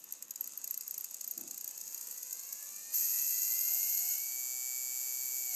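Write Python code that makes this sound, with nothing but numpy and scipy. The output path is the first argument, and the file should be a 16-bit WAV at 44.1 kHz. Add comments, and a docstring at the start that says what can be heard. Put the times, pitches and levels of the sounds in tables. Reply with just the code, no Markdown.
"""A thin whine climbs over a jolting metallic rattle, then holds: a small brushless motor in a palm,
turned up by a knob. Magnetic pull makes the whine. The loose rotor rattles in its metal can and jolts
at each step of the speed control, until at full speed it settles into one knock pattern a turn.
Behind it is a quiet room with one soft thud."""
import sys
import numpy as np
from scipy import signal
from scipy.fft import rfft, irfft
from scipy.io import wavfile
from scipy.ndimage import uniform_filter1d, map_coordinates

SR = 44100
rng = np.random.default_rng(int(sys.argv[2]) if len(sys.argv) > 2 else 0)


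def generate_wav(sig):
    """Save sig (samples, or channels by samples) to the path in sys.argv[1] as 16-bit PCM at SR."""
    pcm = np.round(np.clip(np.atleast_2d(sig).T, -1, 1) * 32767).astype(np.int16)
    wavfile.write(sys.argv[1], SR, pcm)


N = 244755

# Tones of the magnetic pull: (cycles a turn, level at middle speed [dB], rise [dB per doubling of speed],
# flutter [dB], level once the speed holds [dB])
MAGNETIC_TONES = [(6, -78.5, 18, 3, -73), (8, -85, 4, 2, -95), (12, -76, 13, 3, -80),
                  (18, -68.5, 32, 2.5, -56.5), (22, -82, 14, 3, -81), (24, -69.5, 22, 2, -74),
                  (30, -82.5, 14, 3, -82), (36, -82, 18, 4, -58.5), (42, -69, 6, 3, -80),
                  (48, -69, 10, 4, -52)]
TICK_TURN = .82  # where in the turn the rotor ticks


def gain_of(db):
    return 10 ** (np.asarray(db) / 20)


def unit_rms(x):
    return x / np.sqrt(np.mean(x ** 2) + 1e-20)


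def curves(rows):
    """One curve per column after the time, one value a sample."""
    times, *columns = np.transpose(rows)
    return [np.interp(np.arange(N) / SR, times, column) for column in columns]


def spectrum_db(points, hz):
    """Level between (Hz, dB) points on a log frequency axis."""
    point_hz, db = np.transpose(points)
    return np.interp(np.log(hz + 1), np.log(point_hz + 1), db)


def coloured(x, points):
    """Equalises x with the curve through the points."""
    return irfft(rfft(x) * gain_of(spectrum_db(points, np.fft.rfftfreq(len(x), 1 / SR))), len(x))


def can_db(hz):
    """Resonance of the metal can: a broad ring with sharper modes on top."""
    # Broad ring: (frequency [Hz], level [dB])
    body = [(880, -69), (1500, -34), (2070, -24), (2260, -28), (2640, -22), (3000, -30), (3760, -31.5),
            (4270, -19.5), (5500, -13.5), (6620, -1.5), (10700, -19), (12700, 4.5), (14300, -10),
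            (15100, -79.5), (15500, -70)]
    # Modes: (frequency [Hz], width [Hz], boost [dB])
    modes = [(2607, 65, 5), (4280, 160, 4.5), (4920, 140, 6), (6130, 71, 1.5), (6714, 71, 6.5),
             (7730, 89, 5.5), (10560, 330, 7), (12870, 370, 7.5)]
    return spectrum_db(body, hz) + sum(db / (1 + (2 * (hz - f) / width) ** 2) for f, width, db in modes)


def can_rings(sharpness=1, split_hz=10500):
    """One tap on the can: its lower ring and its top ring, each of unit energy."""
    hz = abs(np.fft.fftfreq(4096, 1 / SR))
    crossover_db = 40 * np.tanh((hz - split_hz) / 400)
    bands_db = [sharpness * can_db(hz) - np.maximum(side * crossover_db + 6, 0) for side in (1, -1)]
    log_gain = np.log(gain_of(np.maximum(bands_db, -100)))
    minimum_phase = np.exp(np.conj(signal.hilbert(log_gain)))
    rings = np.fft.ifft(minimum_phase, axis=1).real[:, :2048]
    return rings / np.linalg.norm(rings, axis=1, keepdims=True)


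def whine(turns, speed, flutter_s=.05, held_flutter_db=1.2):
    """Magnetic pull on the poles: shaft-locked tones grow with speed, swell in the modes, then steady."""
    middle_speed, hold_from, hold_full = 100, 122.6, 126.8  # turns per s
    can_from_hz, hand_hz, hand_width_hz, hand_db = 2000, 720, 120, 7.5
    frames, span = np.arange(0, N, 64), round(flutter_s * SR / 64)
    held = np.clip((speed[frames] - hold_from) / (hold_full - hold_from), 0, 1)
    out = np.zeros(N)
    for order, db, rise_db, flutter_db, held_db in MAGNETIC_TONES:
        order = round(order)
        hz, middle_hz = order * speed[frames], order * middle_speed
        flutter = unit_rms(uniform_filter1d(uniform_filter1d(rng.standard_normal(len(frames)), span), span))
        swell_db = can_db(np.maximum(hz, can_from_hz)) - can_db(max(middle_hz, can_from_hz))
        swell_db += hand_db / (1 + (2 * (hz - hand_hz) / hand_width_hz) ** 2)  # motor and hand resonate
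        rising_db = db + rise_db * np.log2(hz / middle_hz) + swell_db + flutter_db * np.minimum(flutter, 1.5)
        level = gain_of((1 - held) * rising_db + held * (held_db + held_flutter_db * flutter))
        tone = np.sqrt(2) * np.cos(2 * np.pi * (order * turns + rng.random()))
        out += np.interp(np.arange(N), frames, level) * tone
    return out


def rattle(turns, burst_s=.003):
    """The rotor skips in short bursts of taps, most often twice a turn, over the hiss of the bearings."""
    # Rattle in the can: (time [s], lower ring [dB], top ring [dB])
    levels = [(0.0, -58, -61), (0.15, -53.5, -63), (0.3, -61, -65), (0.45, -51.5, -59), (1.6, -51.5, -60),
              (1.9, -48.5, -51), (2.55, -48, -51), (2.92, -48, -52.5), (2.945, -36, -32),
              (3.05, -37.5, -35), (3.9, -38.5, -34), (4.12, -39, -36.5), (4.28, -44.5, -43),
              (4.42, -49, -45), (4.55, -54, -56), (4.68, -53, -54), (4.78, -51, -45), (4.9, -52, -54),
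              (5.02, -47.5, -44), (5.5, -47, -43.5), (5.55, -38.5, -38)]
    # Skips of the rotor: (time [s], base rate [1/s], strength over the hiss, size spread [dB])
    skips = [(0, 130, 1.45, 1), (1.7, 135, 1.15, 1.2), (2.9, 170, 0.8, 1.2), (2.95, 520, 0.7, -1.5),
             (4.2, 420, 0.55, .6), (4.45, 240, 0.53, 0), (5.55, 240, 0.83, 1.5)]
    per_s, strength, spread_db = curves(skips)
    angle = 2 * np.pi * (turns - TICK_TURN)
    sway = gain_of(0.4 * np.cos(angle) + 1.02 * np.cos(2 * angle))
    sizes = strength * gain_of(spread_db * np.minimum(rng.exponential(1, N), 3))
    onsets = rng.random(N) < per_s * sway / SR
    bursts = signal.oaconvolve(sizes * onsets, np.hanning(round(burst_s * SR)), "same")
    grit = rng.standard_normal(N) * gain_of(1.2 * rng.exponential(1, N))  # taps of uneven size
    hiss = rng.standard_normal((2, N))
    taps = sway * (bursts * unit_rms(grit) + hiss)
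    taps /= np.sqrt(uniform_filter1d(taps ** 2, 8192, axis=1))  # even out the slow loudness
    taps *= gain_of(curves(levels))
    return sum(signal.oaconvolve(band, ring)[:N] for band, ring in zip(taps, can_rings()))


def room(level_db=-68):
    """Room tone: a hush that drifts a little in patches of time and pitch."""
    # Hush with a faint hum near 500 Hz: (frequency [Hz], relative level [dB])
    colour = [(35, -56), (60, -30), (205, -2), (437, -5.5), (478, -3.5), (496, 4), (515, -3.5), (655, -6),
              (1150, -4), (2280, -14), (2620, -4), (3240, -12), (4000, -5), (5200, -55), (8800, -120)]
    _, _, hush = signal.stft(coloured(rng.standard_normal(N), colour), SR, nperseg=1024)
    patches = unit_rms(uniform_filter1d(uniform_filter1d(rng.standard_normal(hush.shape), 14, 0), 8, 1))
    _, drifting = signal.istft(hush * gain_of(1.84 * patches), SR, nperseg=1024)
    return gain_of(level_db) * unit_rms(drifting[:N])


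def jolts():
    """Each step of the control throws the rotor at the can: taps swell, then fade with a short tail."""
    # Blows on the can: (time [s], lower ring peak [dB], top ring peak [dB])
    blows = [(.0408, -42, -36), (.108, -42, -51), (.1239, -34, -28), (.2241, -34, -33), (.3078, -30, -33),
             (.3578, -33, -36), (.4087, -36, -22), (.4412, -37, -35), (.475, -37, -31), (.5754, -38, -29),
             (.6419, -29, -30), (.6755, -33, -29), (.7093, -36, -24), (.7418, -32, -32), (.7756, -36, -25),
             (.8089, -31, -32), (.8778, -34, -30), (.9093, -35, -27), (.9421, -32, -37), (.9786, -35, -29),
             (1.009, -39, -30), (1.0427, -31, -32), (1.1098, -39, -36), (1.1429, -33, -36),
             (1.2101, -31, -33), (1.2429, -34, -32), (1.2765, -35, -28), (1.3102, -32, -26),
             (1.3771, -33, -31), (1.4098, -37, -33), (1.4761, -35, -41), (1.5099, -30, -34),
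             (1.5434, -37, -38), (1.5777, -37, -34), (1.6098, -34, -34), (1.6434, -34, -32),
             (1.6769, -33, -27), (1.7098, -37, -36), (1.777, -36, -33), (1.8114, -34, -37),
             (1.8768, -35, -41), (1.9448, -34, -32), (1.9766, -36, -37), (2.0109, -34, -37),
             (2.0703, -38, -38), (2.1099, -34, -33), (2.1765, -37, -40), (2.2289, -35, -32),
             (2.3085, -36, -43), (2.3274, -30, -31), (2.3941, -37, -40), (2.5264, -33, -30),
             (2.6261, -36, -37), (2.7606, -37, -38)]
    t, out = np.arange(1500) / SR, np.zeros(N + 4000)
    rings = can_rings(sharpness=1.07)  # a hard blow brings out the main modes
    for (at_s, low_db, top_db), taps in zip(blows, rng.standard_normal((len(blows), len(t)))):
        length_s = max(.005 + .00012 * (low_db - top_db) + .0008 * at_s, .002)  # longer if dull or late
        attack = np.sin(np.pi / 2 * np.minimum(t / (.65 * length_s), 1)) ** 2
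        decay = np.exp(-(t / (0.95 * length_s)) ** 3) + 0.24 * np.exp(-t / 0.0085)
        rung = signal.fftconvolve(rings, (attack * decay * taps)[None], axes=1)
        peaks = np.sqrt(2 * uniform_filter1d(rung ** 2, 40, axis=1).max(1))
        start = round((at_s - .34 * length_s) * SR)  # the swell begins just before it is heard
        out[start:][:rung.shape[1]] += gain_of([low_db, top_db]) / peaks @ rung
    return out[:N]


def thud(at_s=1.366, level_db=-52.5, attack_s=0.016, t60_s=0.65):
    """Something soft lands across the room; the boom builds up and dies in the walls."""
    # Dull boom: (frequency [Hz], relative level [dB])
    colour = [(71, -34), (120, -16), (246, -4.5), (349, -4), (384, -18), (701, -13), (755, -18),
              (1500, -27), (1950, -54), (3300, -120)]
    t = np.maximum(np.arange(N) / SR - at_s, 0)
    envelope = gain_of(level_db - 60 * t / t60_s) * (1 - np.exp(-t / attack_s))
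    boom = coloured(envelope * rng.standard_normal(N), colour)
    return boom * np.linalg.norm(envelope) / np.linalg.norm(boom)


def knock_partials(top_speed, fill_db=-54, octave_tilt_db=-6.5, spread_db=4.5):
    """Shaft harmonics of the knock: the signature ones, and a fill that follows the ring of the can."""
    # Partials that give the knock its character: (cycles a turn, level [dB])
    signature = [(4, -81), (9, -84), (10, -79), (11, -84), (14, -74), (17, -79), (20, -73), (21, -77),
                 (25, -77), (27, -79), (28, -73), (29, -84), (32, -81), (37, -65), (42, -65), (43, -65),
                 (51, -60), (53, -51), (54, -50), (55, -63), (56, -55), (57, -52), (58, -52), (59, -52),
                 (60, -49), (61, -58), (62, -57), (64, -59), (70, -64), (71, -64), (72, -63), (75, -64),
                 (80, -65), (86, -64), (88, -58), (92, -63), (96, -62), (98, -62), (99, -75), (100, -54),
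                 (101, -51), (102, -50), (103, -53), (104, -58), (109, -64), (113, -66), (114, -68),
                 (120, -72)]
    orders = np.arange(34, 112)
    db = fill_db + octave_tilt_db * np.log2(orders / orders[0]) + can_db(orders * top_speed)
    fill = dict(zip(orders, db + spread_db * rng.standard_normal(len(orders))))
    for order, *_ in MAGNETIC_TONES:
        fill.pop(round(order), None)  # leave room for the whine
    return np.transpose(sorted({**fill, **dict(signature)}.items()))


def knocks(turns, speed):
    """The rotor settles into the same knocks every turn: a tick rings the can amid the pole passings."""
    # Settling of the pattern: (time [s], gain [dB], timing scatter [turns])
    settling = [(2.0, -22, 0.0092), (2.9, -13, 0.002), (4.15, -7.5, 0.0013), (4.3, -3.5, 0.001),
                (4.45, 0.5, 0.00035), (4.95, 0.8, 0.00034), (5.1, -.5, 0.00054), (5.46, -0.2, 0.00074),
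                (5.55, -4, 0.0031)]
    gain_db, scatter = curves(settling)
    wobble = scatter * unit_rms(uniform_filter1d(rng.standard_normal(N), 500))  # ticks land early or late
    orders, db = knock_partials(speed.max())
    top_hz, hop, turn_points = orders * speed.max(), 1024, 4096
    tap_phase = np.angle(rfft(can_rings().sum(0), SR)[top_hz.round().astype(int)])  # one bin per Hz
    pole_phase = 2 * np.pi * rng.random(len(orders))
    phase = np.where(orders % 12 == 0, pole_phase, tap_phase + 0.42 * rng.standard_normal(len(orders)))
    slide_db = can_db(orders * speed[::hop, None]) - can_db(top_hz)  # partials slide through the modes
    spectra = np.zeros((len(slide_db), turn_points // 2 + 1), complex)
    spectra[:, orders.astype(int)] = gain_of(db + np.minimum(slide_db, 6)) * np.exp(1j * phase)
    wavetable = irfft(spectra, turn_points) * turn_points / np.sqrt(2)  # one turn for each hop
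    wavetable = np.append(wavetable, wavetable[:, :1], axis=1)  # close the loop
    place = (turns - TICK_TURN + wobble) % 1 * turn_points
    pattern = map_coordinates(wavetable, [np.arange(N) / hop, place], order=1, mode="nearest")
    return gain_of(gain_db) * pattern


def scene():
    """The motor spins up in the quiet room, in mono."""
    # Spin-up of the shaft: (time [s], speed [turns/s])
    spin_up = [(0, 42), (1.15, 52.8), (1.3, 56.4), (1.6, 68.3), (1.85, 74.8), (2.2, 81.7), (2.4, 88.9),
               (2.65, 95.9), (3.1, 106.4), (3.3, 110.3), (3.85, 119), (4.175, 122.6), (4.21, 125.2),
               (4.25, 126.5), (4.31, 127.1), (5.47, 127.1), (5.52, 124.1), (5.55, 123)]
    speed, = curves(spin_up)
    turns = np.cumsum(speed) / SR
    motor = whine(turns, speed) + knocks(turns, speed) + rattle(turns) + jolts()
    return (motor + thud() + room())[None]


def record(dry):
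    """A steep low-pass trims the air above 15.6 kHz."""
    low_pass = signal.firwin(511, 15600, window=("kaiser", 9), fs=SR)
    return signal.oaconvolve(dry, low_pass[None], "same")


dry = scene()
out = record(dry)
generate_wav(out)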